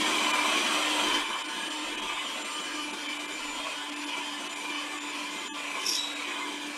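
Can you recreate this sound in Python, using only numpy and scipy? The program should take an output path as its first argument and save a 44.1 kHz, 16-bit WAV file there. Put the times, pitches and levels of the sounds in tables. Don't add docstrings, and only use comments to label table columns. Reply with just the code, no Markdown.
import sys
import numpy as np
from scipy import signal
from scipy.fft import rfft, irfft
from scipy.io import wavfile
from scipy.ndimage import uniform_filter1d, map_coordinates

SR = 44100
rng = np.random.default_rng(int(sys.argv[2]) if len(sys.argv) > 2 else 0)


def persist_wave(psi):
    counts = np.round(np.clip(psi, -1, 1) * 32767).astype(np.int16)
    wavfile.write(sys.argv[1], SR, np.atleast_2d(counts).T)


N = 298557


def rotor_angle(flutter, flutter_rate):
    # (time [s], speed [turns/s])
    speed_curve = [(0.12, 305.0), (0.3, 301.7), (0.88, 303.4), (1.23, 299.3), (1.51, 300.3), (1.78, 303.2),
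                   (2.08, 297.1), (2.33, 297.9), (2.69, 300.2), (2.99, 294.9), (3.34, 298.2), (3.61, 291.2),
                   (3.97, 294.2), (4.27, 292.5), (4.73, 296.1), (5.03, 296.1), (5.16, 293.6), (5.46, 293.9),
                   (5.69, 289.3), (5.96, 288.6), (6.18, 292.3), (6.77, 293.1)]
    speed, = in_time(speed_curve)
    return 2 * np.pi * np.cumsum(speed * (1 + flutter * drift(flutter_rate))) / SR


def whine(angle, presence_db, lead_db, lesser_db, flare_db, waver_db):
    # (name, multiple of the speed, relative level [dB], fade [dB/s])
    lead_tones = [("body", 3, -42.5, 2.2), ("gear", 4, -48, 1.7), ("fan", 10, -39.5, 2.6),
                  ("whistle", 24, -54.5, .3), ("high whistle", 29, -57, 1.7), ("top whistle", 36, -64, .8)]
    # (name, time [s], length [s], rise [dB])
    swells = [("gear", .36, .2, 8), ("gear", .73, .18, 10), ("gear", 2.12, .19, 15),
              ("gear", 2.56, .14, 15), ("gear", 2.8, .1, 10), ("gear", 4.85, .35, 8),
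              ("gear", 5.56, .28, 10), ("fan", 1.65, .22, 5), ("fan", 2.25, .3, 5), ("fan", 2.67, .25, 9),
              ("fan", 3.05, .16, -7), ("fan", 3.47, .13, 8), ("fan", 4.12, .12, 6), ("fan", 4.74, .2, 10),
              ("whistle", .2, .35, 9), ("whistle", 1.76, .25, 7), ("whistle", 2.56, .6, 8),
              ("whistle", 3.43, .36, 8), ("whistle", 4.07, .14, 6), ("whistle", 4.58, .16, 7),
              ("whistle", 5.02, .16, 9), ("whistle", 5.41, .22, 9), ("whistle", 5.93, .2, 9),
              ("high whistle", .85, .45, 9), ("high whistle", 1.7, .4, 8), ("high whistle", 2.53, .3, 11),
              ("top whistle", 1.28, .2, 10), ("top whistle", 2.88, .24, 11), ("top whistle", 4.04, .14, 13),
              ("top whistle", 4.58, .16, 13), ("top whistle", 5.12, .2, 12), ("top whistle", 5.86, .36, 16)]
    # (multiple of the speed, relative level [dB])
    lesser_tones = [(6, -56.5), (7, -59), (12, -58), (30, -66), (31, -67), (39, -72)]
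    out = 0
    for name, order, db, fade in lead_tones:
        swell_db = sum(rise * bump(s, length) for which, s, length, rise in swells if which == name)
        tone = fading_tone(order * angle, scatter=.33, fade_rate=14)
        level_db = lead_db + db - fade * seconds() + swell_db + waver_db * np.tanh(drift(10.5))
        out = out + from_db(level_db) * evened(tone, size=5000)
    for order, db in lesser_tones:
        tone = fading_tone(order * angle, scatter=0.51, fade_rate=8.3)
        flare = from_db(flare_db * np.tanh(drift(3.9)))
        out = out + from_db(db + lesser_db + presence_db) * rms_one(tone * flare)
    return out


def hum(angle, level_db, waver_db):
    # (time [s], relative level [dB])
    hum_curve = [(0.0, -36), (0.4, -41), (0.65, -43), (0.9, -35.5), (1.18, -40), (1.38, -62), (1.92, -41.5),
                 (2.1, -52.5), (3.05, -42.5), (3.75, -51.5), (4.0, -40), (4.1, -45), (5.55, -44),
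                 (5.9, -53.5), (6.3, -46), (6.77, -43.5)]
    hum_db, = in_time(hum_curve)
    tone = fading_tone(angle, scatter=.2, fade_rate=22)
    return from_db(hum_db + level_db + waver_db * drift(9.7)) * evened(tone, size=6000)


def fan(angle, level_db, buzz_db, flicker_db):
    # (frequency [Hz], relative density [dB])
    rush_spectrum = [(60, -53), (115, -22.5), (170, -15.5), (220, -4.5), (340, 2.5), (450, -6),
                     (1900, -4.5), (3400, -4.5), (4200, -8.5), (5800, -11.5), (8700, -14), (11800, -25.5),
                     (13200, -31.5), (15500, -43)]
    vents = rng.standard_normal(N) + from_db(buzz_db) * brushes(angle, memory_turns=11.4)
    rush = bowl_reflections(vents, t60=0.08, wet=0.97, shift_rate=3.85)
    return from_db(level_db + flicker_db * drift(27)) * coloured(rush, rush_spectrum)


def brushes(angle, memory_turns, bumps_per_turn=256):
    turns = angle / (2 * np.pi)
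    kept = np.exp(-1 / memory_turns)
    wear = rng.standard_normal((2200, bumps_per_turn))
    bumps = signal.lfilter([1], [1, -kept], wear, axis=0)[100:]
    track = signal.resample_poly(bumps.ravel(), 1, 2)
    return rms_one(map_coordinates(track, [turns * bumps_per_turn / 2], order=3))


def gears(angle, level_db, throb, top_hz=3700):
    # (frequency [Hz], width [Hz], relative level [dB])
    housing_modes = [(2073, 75, -10), (2366, 60, 4.5), (2505, 194, -1), (3090, 73, 2), (3233, 53, 0.5),
                     (3590, 180, -10)]
    teeth = grains(per_s=9000, spread_db=1.5) * (1 + throb * np.sin(angle))
    muffled = signal.sosfilt(signal.butter(10, top_hz, fs=SR, output="sos"), teeth)
    rattle = bowl_reflections(muffled, t60=0.11, wet=1.6, shift_rate=2.67)
    return from_db(level_db) * resonate(rattle, housing_modes, wander_db=4, wander_rate=5)


def churning(angle, level_db, throb, top_hz=2600):
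    # (frequency [Hz], width [Hz], relative level [dB])
    bowl_modes = [(640.4, 30, -9.5), (546, 91, -13), (963, 29, -4.5), (1024, 45, 5), (1113, 42, -4.5),
                  (1464, 23, -10), (1657, 78, -8.5)]
    patter = grains(per_s=4000, spread_db=0.5) * (1 + throb * np.sin(angle))
    soft_patter = signal.sosfilt(signal.butter(3, top_hz, fs=SR, output="sos"), patter)
    return from_db(level_db) * resonate(soft_patter, bowl_modes, wander_db=4.5, wander_rate=4)


def strokes():
    # (time [s], length [s], churning rise [dB], gear rise [dB])
    bites = [(0.369, 0.45, 6, 2), (1.23, 0.4, 4, 3), (2.112, 0.4, 4, 4.5), (2.7, 0.22, -2, -1),
             (3.597, 0.18, 3, 0.5), (4.183, 0.28, 4, 3.5), (4.736, 0.24, 4.5, 4.5), (5.2, 0.35, 4, 2.5),
             (5.702, 0.5, 2, 3.5), (6.364, 0.31, 4.5, 5)]
    return sum(np.outer([churn_db, gear_db], bump(s, length)) for s, length, churn_db, gear_db in bites)


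def grazes():
    # (time [s], length [s], rise [dB])
    touches = [(1.13, 0.13, 2), (1.347, 0.095, 8), (2.17, 0.12, 0.5), (3.67, 0.045, 8), (4.143, 0.076, 2.5),
               (5.776, 0.051, 10), (6.43, 0.13, 5)]
    return sum(db * bump(s, length) for s, length, db in touches)


def squeals(attack_s, waver, stutter_db):
    # (start [s], length [s], pitch [Hz], level [dB], ring-out t60 [s], overtone [dB])
    notes = [(5.848, .06, 5455, -32, .52, -17), (5.855, .05, 5670, -35, .3, -13),
             (5.872, .07, 4890, -37, .2, -22), (5.948, .05, 3835, -34, .9, -15),
             (5.952, .065, 3900, -36.5, .45, -14)]
    t, out = seconds(), 0
    for start, length, hz, db, t60, overtone_db in notes:
        attack = np.clip((t - start) / attack_s, 0, 1)
        ring_out = from_db(-60 * np.clip((t - start - length) / t60, 0, 2))
        phase = 2 * np.pi * hz * np.cumsum(1 + waver * drift(121.3)) / SR
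        note = np.sin(phase) + from_db(overtone_db) * np.sin(2 * phase)
        stutter = from_db(stutter_db * np.tanh(drift(76.7)))
        out = out + from_db(db) * attack * ring_out * evened(note * stutter, size=2000)
    return out


def rings(level_db, width_hz):
    # (time [s], length [s], pitch [Hz], relative level [dB])
    rubs = [(1.5, .14, 1480, -46), (.54, .12, 3190, -37), (.55, .14, 2430, -39), (1.1, .22, 3090, -37),
            (1.34, .08, 3079, -42), (1.62, .24, 1665, -42.5), (2.71, .14, 1640, -43),
            (3.07, .11, 3100, -42), (3.12, .14, 2335, -38.5), (3.63, .09, 3251, -43),
            (3.69, .14, 2519, -43), (3.8, .11, 1464, -45), (4.16, .09, 2325, -42), (5.7, .16, 2325, -43),
            (5.82, .09, 3057, -41), (6.24, .19, 2282, -42), (6.31, .09, 1916, -44)]
    slips, out = grains(per_s=3000, spread_db=2.5), 0
    r = np.exp(-np.pi * width_hz / SR)
    for s, length, hz, db in rubs:
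        ring = signal.lfilter([1, 0, -1], [1, -2 * r * np.cos(2 * np.pi * hz / SR), r * r], slips)
        out = out + from_db(db + level_db) * bump(s, length) * evened(ring, size=1500)
    return out


def scrape(level_db, full_at_s=5.885, attack_s=0.34, hold_s=0.075, t60=0.28):
    # (frequency [Hz], relative density [dB])
    scrape_spectrum = [(1500, -40), (3300, -0.5), (4300, -11), (5600, 0), (8300, -13), (11300, -18),
                       (14000, -28), (15500, -43)]
    t = seconds() - full_at_s
    envelope_db = -60 * np.clip(np.maximum(-t / attack_s, (t - hold_s) / t60), 0, 2)
    slips = bowl_reflections(grains(per_s=2500, spread_db=4.5), t60=0.072, wet=0.98, shift_rate=3.8)
    return from_db(envelope_db + level_db) * coloured(slips, scrape_spectrum)


def rocking(presence_db, tremble_db=-74.5, rock_s=0.25):
    # (time [s], level [dB])
    pushes = [(1.15, -60), (2.0, -58), (2.8, -69), (3.5, -59)]
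    # (frequency [Hz], relative density [dB])
    rumble_spectrum = [(12, -10), (26, 4.5), (50, -9), (80, -9.5), (200, -51)]
    level = from_db(tremble_db + presence_db) + sum(from_db(db) * bump(s, rock_s) for s, db in pushes)
    return level * coloured(rng.standard_normal(N), rumble_spectrum)


def resonate(drive, modes, wander_db, wander_rate, glide=.014):
    out = 0
    for k, (hz, width, db) in enumerate(modes):
        r = np.exp(-np.pi * width / SR)
        ring = signal.lfilter([1 - r, 0, r - 1], [1, -2 * r * np.cos(2 * np.pi * hz / SR), r * r], drive)
        ring = np.interp(np.cumsum(1 + glide * drift(wander_rate)) % N, np.arange(N), ring)
        out = out + (-1) ** k * ring * from_db(db + wander_db * drift(wander_rate))
    return evened(out)


def bowl_reflections(x, t60, wet, shift_rate, patterns=3):
    t = np.arange(SR // 5) / SR
    reflected = 0
    for _ in range(patterns):
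        echoes = rng.standard_normal(len(t)) * from_db(-60 * t / t60)
        reflected = reflected + drift(shift_rate) * signal.oaconvolve(x, echoes)[:N]
    return rms_one(rms_one(x) + wet * evened(reflected))


def fading_tone(phase, scatter, fade_rate):
    in_phase = (1 + scatter * drift(fade_rate)) * np.sin(phase)
    return in_phase + scatter * drift(fade_rate) * np.cos(phase)


def cavity(x, relative_half_width=0.028):
    # (frequency [Hz], gain [dB])
    bands = [(1900, -2.5), (2800, -2), (4200, -1.5), (5020, 2), (5380, -4), (5830, 3), (6680, -1.5),
             (8450, 2.5)]
    bins = np.fft.rfftfreq(N, 1 / SR)
    gain_db = sum(db * np.exp(-np.square((bins / hz - 1) / relative_half_width)) for hz, db in bands)
    return irfft(rfft(x) * from_db(gain_db), N)


def presence(loud_db=7.5, drop_at_s=1.176, drop_s=0.083, fade_db_per_s=0.3126):
    t = seconds()
    return loud_db * (1 - np.clip((t - drop_at_s) / drop_s, 0, 1)) - fade_db_per_s * t


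def dips(x, length_s=.015, depth_db=-14):
    dip_times = [.326, 1.434, 1.476, 1.695, 1.967, 2.012, 2.438, 2.923, 3.08, 3.185, 3.272, 3.91, 3.953,
                 4.056, 4.486, 4.55, 4.997, 6.147]
    gain_db = depth_db * sum(flat_window(s, length_s) for s in dip_times)
    return ducked(x, gain_db, above_hz=3700, low_share=0.21)


def gap(x, at_s=5.511, length_s=.048, depth_db=-38):
    # (frequency [Hz], relative level [dB])
    gap_tones = [(888, -44), (1663, -44), (2568, -41), (3149, -43), (3402, -47), (6035, -51), (9082, -53)]
    window = flat_window(at_s, length_s)
    held = sum(from_db(db) * np.sin(2 * np.pi * (hz * seconds() + rng.random())) for hz, db in gap_tones)
    return ducked(x, depth_db * window, above_hz=400, low_share=0) + window * held


def ducked(x, gain_db, above_hz, low_share):
    treble = signal.sosfiltfilt(signal.butter(6, above_hz, "high", fs=SR, output="sos"), x)
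    return from_db(gain_db) * treble + from_db(low_share * gain_db) * (x - treble)


def grains(per_s, spread_db):
    sizes = from_db(spread_db * np.minimum(rng.exponential(1, N), 4)) * rng.choice([-1, 1], N)
    return sizes * (rng.random(N) < per_s / SR)


def drift(rate):
    step, run_in = 40, 2000
    r = np.exp(-2 * np.pi * step * rate / SR)
    noise = rng.standard_normal(N // step + run_in + 2)
    slow = signal.lfilter([1], [1, -2 * r, r * r], noise)[run_in:]
    return np.interp(np.arange(N) / step, np.arange(len(slow)), rms_one(slow))


def coloured(x, spectrum):
    hz, db = np.transpose(spectrum)
    bins = np.maximum(np.fft.rfftfreq(N, 1 / SR), 1)
    gain = from_db(np.interp(np.log(bins), np.log(hz), db))
    return rms_one(irfft(rfft(x) * gain, N))


def bump(centre, length):
    return np.exp(-np.minimum(np.square(2 * (seconds() - centre) / length), 20))


def flat_window(centre, length):
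    return np.exp(-np.clip(2 * (seconds() - centre) / length, -2, 2) ** 4)


def evened(x, size=3000):
    return x / np.sqrt(uniform_filter1d(x ** 2, size=size) + 1e-12)


def rms_one(x):
    return x / np.sqrt(np.mean(x ** 2) + 1e-20)


def from_db(db):
    return 10 ** (np.asarray(db) / 20)


def seconds():
    return np.arange(N) / SR


def in_time(rows):
    times, *columns = np.transpose(rows)
    return [np.interp(seconds(), times, column) for column in columns]


def scene():
    angle = rotor_angle(flutter=0.00096, flutter_rate=12.8)
    presence_db = presence()
    churn_db, gear_db = strokes()
    graze_db = grazes()
    tones = hum(angle, level_db=-1.0, waver_db=2.05)
    tones += whine(angle, presence_db, lead_db=-2.5, lesser_db=-1.5, flare_db=13.5, waver_db=4.5)
    air = fan(angle, level_db=-38.0, buzz_db=-10, flicker_db=0.32)
    dough = from_db(churn_db + graze_db) * churning(angle, level_db=-44.5, throb=0.29)
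    rattle = from_db(gear_db + 0.12 * graze_db) * gears(angle, level_db=-40.5, throb=0.15)
    rush = cavity(air + dough + rattle)
    machine = from_db(presence_db) * gap(dips(rush))
    squeal = squeals(attack_s=.015, waver=.0055, stutter_db=7)
    bowl = squeal + rings(level_db=0.5, width_hz=26) + scrape(level_db=-33.5) + rocking(presence_db)
    return np.tile(tones + machine + bowl, (2, 1))


def record(dry):
    return signal.sosfilt(signal.ellip(12, .1, 80, 15700, fs=SR, output="sos"), dry)


dry = scene()
out = record(dry)
persist_wave(out)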